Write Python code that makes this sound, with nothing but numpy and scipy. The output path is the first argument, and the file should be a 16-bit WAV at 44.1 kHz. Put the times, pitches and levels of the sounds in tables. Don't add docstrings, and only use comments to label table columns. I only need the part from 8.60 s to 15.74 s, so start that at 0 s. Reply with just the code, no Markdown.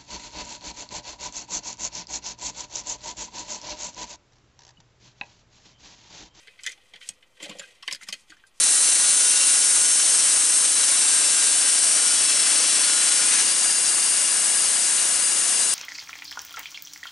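import sys
import numpy as np
from scipy import signal
from scipy.fft import rfft, irfft
from scipy.io import wavfile
from scipy.ndimage import uniform_filter1d

SR = 44100
rng = np.random.default_rng(int(sys.argv[2]) if len(sys.argv) > 2 else 0)


def attenuation_scalar(level_db):
    decades = np.asarray(level_db, float) / 20
    return 10 ** decades


def dump(signal):
    limited = np.clip(np.atleast_2d(signal).T, -1, 1)
    pcm = np.round(limited * 32767).astype(np.int16)
    wavfile.write(sys.argv[1], SR, pcm)


N = 314874
HZ = np.fft.rfftfreq(N, 1 / SR) + 1e-3
SLOW_S = np.arange(N // 64 + 2) * 64 / SR

# time_s, firing_hz
ENGINE_SPEED = [(0, 28.9), (.4, 28.98), (.78, 29.22), (1.05, 29.0), (1.9, 29.13), (2.1, 29.08),
                (2.5, 28.58), (2.9, 28.77), (3.4, 28.75), (3.75, 28.6), (4.05, 29.0), (4.64, 29.1),
                (4.82, 30.2), (5.12, 30.5), (5.38, 29.97), (5.8, 29.5), (6.2, 29.6), (6.88, 29.88),
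                (6.97, 29.5), (7.14, 28.3)]
# time_s, slip_percent
BELT_SLIP = [(0, 2.1), (2.05, 2.1), (2.6, 2.6), (3.2, 2.2), (3.6, 2.8), (4.05, 3.8), (4.5, 3.0),
             (4.64, 3.4), (4.7, .7), (4.8, 0), (7.14, 0)]
# mode_hz, width_hz (at -10 dB), just_out_db, moved_on_db (relative)
FREE_MODES = [(1652, 54, -11.5, -9), (2530, 60, -30, -16), (2782, 98, -6, -10), (2870, 110, -14, -10),
              (3540, 50, -30, -12), (3980, 59, -7, -8.5), (4420, 85, -9, -11), (4782, 100, -2.5, -11),
              (4906, 116, -5, -4), (5170, 70, -8, -12), (5350, 70, -6, -11), (5460, 70, -14, -8),
              (5800, 90, -7, -6), (6200, 63, -9, -5), (6460, 84, -8, -5), (6690, 70, -3, -9),
              (6980, 260, -5.5, -4), (7770, 110, -14, -1), (8250, 200, 0, 0), (8670, 100, -2, -9),
              (9280, 80, -7, -4)]


def rms_one(x):
    return x / np.sqrt(np.mean(x ** 2) + 1e-20)


def in_time(rows):
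    s, *columns = np.transpose(rows)
    return [np.interp(SLOW_S, s, c) for c in columns]


def per_sample(control):
    return np.interp(np.arange(N) / 64, np.arange(len(control)), control)


def at_hz(points, hz):
    point_hz, value = np.transpose(points)
    return np.interp(np.log(hz), np.log(point_hz + 1), value)


def drift(rate_hz):
    knots = rng.standard_normal(600)
    return 1.22 * np.interp(SLOW_S * rate_hz * 2, np.arange(600), knots)


def patchy_noise(spectrum, patchy_db):
    shaped = rfft(rng.standard_normal((2, N))) * attenuation_scalar(at_hz(spectrum, HZ))
    low, high = np.log2(spectrum[0][0]), np.log2(spectrum[-1][0])
    out = 0
    for centre in np.arange(np.floor(low), high + 2, 2):
        band = np.cos(np.pi / 4 * np.clip(np.log2(HZ) - centre, -2, 2)) ** 2
        out = out + irfft(shaped * band, N) * per_sample(attenuation_scalar(patchy_db * drift(9)))
    return rms_one(out)


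def resonances(modes):
    return sum(attenuation_scalar(db) / (1 + ((HZ - hz) / (0.57 * width_hz)) ** 2) ** 2
               for hz, width_hz, db, *_ in modes)


def strain():
    easy_slip_percent = 2.1
    return np.maximum(in_time(BELT_SLIP)[0] - easy_slip_percent, 0)


def biting():
    let_go_s, let_go_db_per_s = 4.8, 150
    return attenuation_scalar(-let_go_db_per_s * np.clip(SLOW_S - let_go_s, 0, 1))


def breakout():
    centre_s, width_s = 4.78, 0.12
    return np.exp(-((SLOW_S - centre_s) / width_s) ** 2)


def tooth_cycles():
    patterns_per_firing, patterns_per_loop, slowest_at_s = 5.675, 24, 4.18
    firing_hz, slip_percent = in_time(ENGINE_SPEED)[0], in_time(BELT_SLIP)[0]
    pattern_hz = per_sample(patterns_per_firing * firing_hz * (1 - slip_percent / 100))
    ripple_depth_hz = per_sample(0.22 + 0.47 * strain())
    loops = np.cumsum(pattern_hz) / SR / patterns_per_loop
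    ripple_hz = -ripple_depth_hz * np.cos(2 * np.pi * (loops - loops[int(slowest_at_s * SR)]))
    jitter_hz = 0.2 * per_sample(drift(30))
    return np.cumsum(pattern_hz + ripple_hz + jitter_hz) / SR


def teeth(cycles, grit):
    # pattern_multiple, thick_of_log_db, near_end_db
    partials = [(8, -57, -60), (9, -55, -54), (10, -52, -53), (12, -55, -62), (13, -59, -55),
                (14, -55, -57), (15, -54, -52), (17, -50, -49), (18, -57, -54), (19, -48, -49),
                (21, -56, -50), (22, -60, -53), (23, -48, -56), (24, -54, -54), (25, -45, -45),
                (26, -49, -50), (27, -52, -50), (28, -51, -47), (29, -52, -53), (30, -46, -44),
                (31, -50, -47), (32, -48, -50), (33, -52, -48), (34, -42, -42), (35, -50, -45),
                (36, -40, -41), (37, -48, -52), (38, -38, -44), (39, -45, -48), (40, -44, -47),
                (41, -45, -46), (42, -41, -44), (43, -48, -50), (44, -45, -44), (45, -42, -45),
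                (46, -43, -44), (47, -41, -44), (48, -41, -43), (49, -44, -43), (50, -50, -44),
                (51, -39, -40), (52, -38, -38), (53, -39, -38), (55, -43, -39), (57, -40, -40),
                (58, -48, -42), (59, -45, -43)]
    # pattern_multiple, start_s, end_s, level_db
    swells = [(25, -.2, .65, -52), (27, -.2, .6, -49), (17, .64, 1.0, -45.5), (57, .25, 1.25, -36),
              (19, 1.2, 1.85, -53), (52, .9, 2.2, -38), (48, 1.3, 3.2, -40), (23, 2.3, 3.0, -51),
              (10, 2.4, 3.3, -52), (9, 3.33, 3.62, -50), (9, 4.2, 4.72, -48.5), (9, .35, 1.5, -56),
              (17, 3.6, 4.5, -52), (27, 3.6, 4.4, -47), (21, 3.5, 4.6, -51), (17, 2.3, 2.95, -51),
              (19, 2.95, 4.65, -54), (15, 4.5, 4.9, -49), (23, .6, 1.0, -51), (32, 1.3, 2.1, -47),
              (34, .5, 1.6, -51), (34, 3.5, 4.0, -50), (25, 4.2, 4.6, -53), (25, 2.1, 2.5, -53),
              (40, 1.0, 2.3, -45), (36, 3.0, 4.3, -50), (53, 2.3, 2.7, -39)]
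    # time_s, gain_db
    bite_gain = [(0, 4.5), (1.5, 3.5), (1.75, 1.5), (2.7, 3.5), (4.8, 4)]
    grit_db, grain_rad, grain_hz, free_db = 1.0, 0.62, 20, -46
    along = np.clip(SLOW_S / 2.0 - 0.5, 0, 1)
    turn = (2 * np.pi * (cycles % 1)).astype(np.float32)
    song = 0
    for order, thick_db, end_db in partials:
        size = attenuation_scalar((1 - along) * thick_db + along * end_db)
        for swelling, start_s, end_s, db in swells:
            if swelling == order:
                size = size + attenuation_scalar(db) * np.clip(np.minimum(SLOW_S - start_s, end_s - SLOW_S) / 0.1, 0, 1)
        rough = attenuation_scalar(0.73 * drift(2.49) + (1.34 + 0.025 * order) * drift(25))
        slip_rad = per_sample(2 * np.pi * rng.random() + grain_rad * drift(grain_hz))
        song = song + per_sample(size * rough) * np.sin(order * turn + slip_rad)
    bite = attenuation_scalar(in_time(bite_gain)[0] + grit_db * grit) * biting()

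    comb = sum(np.sin(order * turn + np.float32(order ** 2)) for order in range(9, 52))
    free_comb = comb * per_sample((1 - biting()) * attenuation_scalar(3 * drift(6)))
    whistle = rms_one(irfft(rfft(free_comb) * resonances(FREE_MODES), N))
    return np.sqrt(2) * per_sample(bite) * song + attenuation_scalar(free_db) * whistle


def saw_head(cycles, grit):
    # start_db, moving_off_db_per_s, strain_db_per_percent, breakout_db
    layers = [(-43.5, -0.09, 1.5, 1), (-33.5, 0.02, 1.2, 4.5), (-28.5, -0.2647, 0.5, 2.5),
              (-19.5, -0.3331, -1.1, -1.3)]
    # (relative, per Hz)
    roar_spectrum = [(210, -32), (350, -8), (400, -6.5), (522, 0.3), (800, -2), (1100, -7), (1600, -35),
                     (3000, -120)]
    # (relative, per Hz)
    rasp_spectrum = [(300, -58), (650, -16.5), (1040, -4.5), (1610, 0.2), (2540, -1), (2830, -1),
                     (3500, -4), (5000, -6.5), (6500, -16), (11000, -120)]
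    # (relative, per Hz)
    hiss_spectrum = [(1470, -27), (2500, -14.5), (2820, -8.5), (4230, -5.5), (6490, -1.5), (7200, -8.5),
                     (8000, -6.5), (10400, -44), (17600, -120)]
    # (relative, per Hz)
    sizzle_spectrum = [(3820, -32.5), (6500, -11), (7300, -9.5), (8480, -1.5), (9900, -2), (11000, -7.5),
                       (14200, -45), (22000, -120)]
    roar_db, rasp_db, hiss_db, sizzle_db = [
        db + db_per_s * SLOW_S + db_per_percent * strain() + burst_db * breakout()
        for db, db_per_s, db_per_percent, burst_db in layers]
    surge = 0.2 * drift(7) + 0.37 * drift(14) + 0.69 * drift(35)
    ripple = 0.05 * np.cos(2 * np.pi * cycles) + 0.062 * np.cos(4 * np.pi * cycles)
    pulse = 1 + per_sample(biting()) * ripple
    roar = per_sample(attenuation_scalar(roar_db + 0.8 * surge)) * patchy_noise(roar_spectrum, patchy_db=0.34)
    rasp = per_sample(attenuation_scalar(rasp_db + 0.88 * surge + 0.9 * grit)) * patchy_noise(rasp_spectrum, patchy_db=-0.26)
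    hiss = per_sample(attenuation_scalar(hiss_db + 0.86 * surge + 1.1 * grit)) * patchy_noise(hiss_spectrum, patchy_db=1.0)
    sizzle = per_sample(attenuation_scalar(sizzle_db + 0.49 * surge)) * patchy_noise(sizzle_spectrum, patchy_db=0.2)
    return pulse * (roar + rasp + hiss + sizzle)


def blade_ring():
    # mode_hz, width_hz (at -10 dB), first_db, moved_on_db (relative)
    held_modes = [(7660, 140, -5, -4), (8340, 270, -3, 6), (9140, 95, -5, -6)]
    # time_s, held_db, free_db
    ring_levels = [(0, -48, -55), (1.3, -47, -55), (2.6, -30, -42), (4.5, -28, -38), (4.9, -48, -25.5),
                   (5.5, -50, -27), (6.2, -55, -28), (7.14, -55, -26.5)]
    moved_on_s, moving_s = 5.6, 0.4
    flicker_db, flicker_hz = 1.2, 9
    friction = rfft(rng.standard_normal((2, N)))
    later = np.clip((SLOW_S - moved_on_s) / moving_s + 0.5, 0, 1)
    out = 0
    for modes, level_db in zip((held_modes, FREE_MODES), in_time(ring_levels)):
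        ring = 0
        for hz, width_hz, first_db, later_db in modes:
            mode = irfft(friction * resonances([(hz, width_hz, 0)]), N)
            db = (1 - later) * first_db + later * later_db + flicker_db * drift(flicker_hz)
            ring = ring + mode * per_sample(attenuation_scalar(db))
        out = out + per_sample(attenuation_scalar(level_db)) * rms_one(ring)
    return out


def engine():
    # firing_multiple, loaded_db, eased_db, throttle_closing_db (relative)
    exhaust = [(1, -39, -36, -37), (2, -32, -26, -40), (3, -33, -26, -17), (4, -28, -29, -24),
               (5, -21.5, -9.5, -10), (6, -19, -12, -12), (7, -6, -4.5, -4), (8, -8, -4.5, -3.5),
               (9, -6, -5.5, -17), (10, -2, -14, 0), (11, 2, 1.5, -5), (12, -22, -11, -9),
               (13, -21, -6, -6)]
    # firing_multiple, loaded_db, eased_db (relative)
    whine = [(16, -7, -7), (17, -8, -12), (24, -8, .5), (32, -14, -4), (33, -8, -9)]
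    # (relative, per Hz)
    rumble_spectrum = [(18, -56), (30, -24), (102, -23), (199, -8), (320, -6), (367, -6.5), (450, -10),
                       (580, -28), (990, -120)]
    tones_db, rumble_db, db_per_strain_percent, breakout_db = -49, -54.5, 2, 4.5
    throttle_closes_s = 6.9
    phase = 2 * np.pi * np.cumsum(per_sample(in_time(ENGINE_SPEED)[0])) / SR
    eased = np.clip((SLOW_S - 4.55) / 0.48, 0, 1)
    closed = np.clip((SLOW_S - throttle_closes_s) / 0.06, 0, 1)
    tones = 0
    for order, loaded_db, eased_db, closed_db in exhaust:
        db = (1 - eased) * loaded_db + eased * eased_db + closed * (closed_db - eased_db) + 0.41 * drift(1.41)
        tones = tones + per_sample(attenuation_scalar(db)) * np.sin(order * phase + 0.2 * order ** 2)
    for order, loaded_db, eased_db in whine:
        db = (1 - eased) * loaded_db + eased * eased_db + 0.64 * drift(2.0)
        tones = tones + per_sample(attenuation_scalar(db)) * np.sin(order * phase)
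    throb = 1 + 0.078 * np.cos(phase - 1.5)
    rumble = patchy_noise(rumble_spectrum, patchy_db=1.0) * throb * per_sample(attenuation_scalar(-0.5 * eased))
    load = per_sample(attenuation_scalar(db_per_strain_percent * strain() + breakout_db * breakout()))
    return load * attenuation_scalar(tones_db) * rms_one(tones), load * attenuation_scalar(rumble_db) * rumble


def uneven_tearing():
    tearing = drift(40)
    return biting() * (tearing - uniform_filter1d(tearing, size=40))


def two_ports(tones, noise):
    # freq_hz, common_share
    likeness = [(60, 1), (140, 0.78), (340, 0.8), (600, 0.7), (1100, 0.77), (1940, 0.71), (4630, 0.94),
                (11000, 0.98)]
    # freq_hz, left_minus_right_db
    tilt = [(60, -1), (130, 1), (270, 5), (560, 7.5), (1180, 11), (2490, 5), (5240, 4.5), (11000, 4)]
    # freq_hz, left_lead_rad
    lead = [(0, 0), (260, 0.9), (600, 1.4), (1460, 0.4), (2670, 0.15), (4740, 0.34), (11200, 0.24)]
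    tones = rfft(tones)
    near, scattered = rfft(noise)
    alike = np.clip(at_hz(likeness, HZ), 0, 1)
    turn = np.exp(0.5j * at_hz(lead, HZ)) * attenuation_scalar(at_hz(tilt, HZ) / 2)
    left = (tones + near) * turn
    right = (tones + alike * near + np.sqrt(1 - alike ** 2) * scattered) / turn
    pan_db = per_sample(-2.5 + 0.35 * SLOW_S)
    return irfft([left, right], N) * attenuation_scalar(np.array([pan_db, -pan_db]) / 2)


def scene():
    cycles, grit = tooth_cycles(), uneven_tearing()
    engine_tones, rumble = engine()
    tones = teeth(cycles, grit) + engine_tones
    noise = saw_head(cycles, grit) + blade_ring() + rumble
    return two_ports(tones, noise)


def low_pass(x):
    return signal.sosfilt(signal.butter(12, 11630, fs=SR, output="sos"), x)


def record(dry):
    cutoff_hz = 11005
    above_hz = HZ - cutoff_hz
    cliff_db = -56 * np.clip(above_hz / 110, 0, 1) - 16 * np.clip(above_hz / 900, 0, 2)
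    rounded = 0.8 * np.tanh(dry / 0.8)
    mix = irfft(rfft(rounded) * attenuation_scalar(cliff_db), N)
    return low_pass(mix)


dry = scene()
out = record(dry)
dump(out)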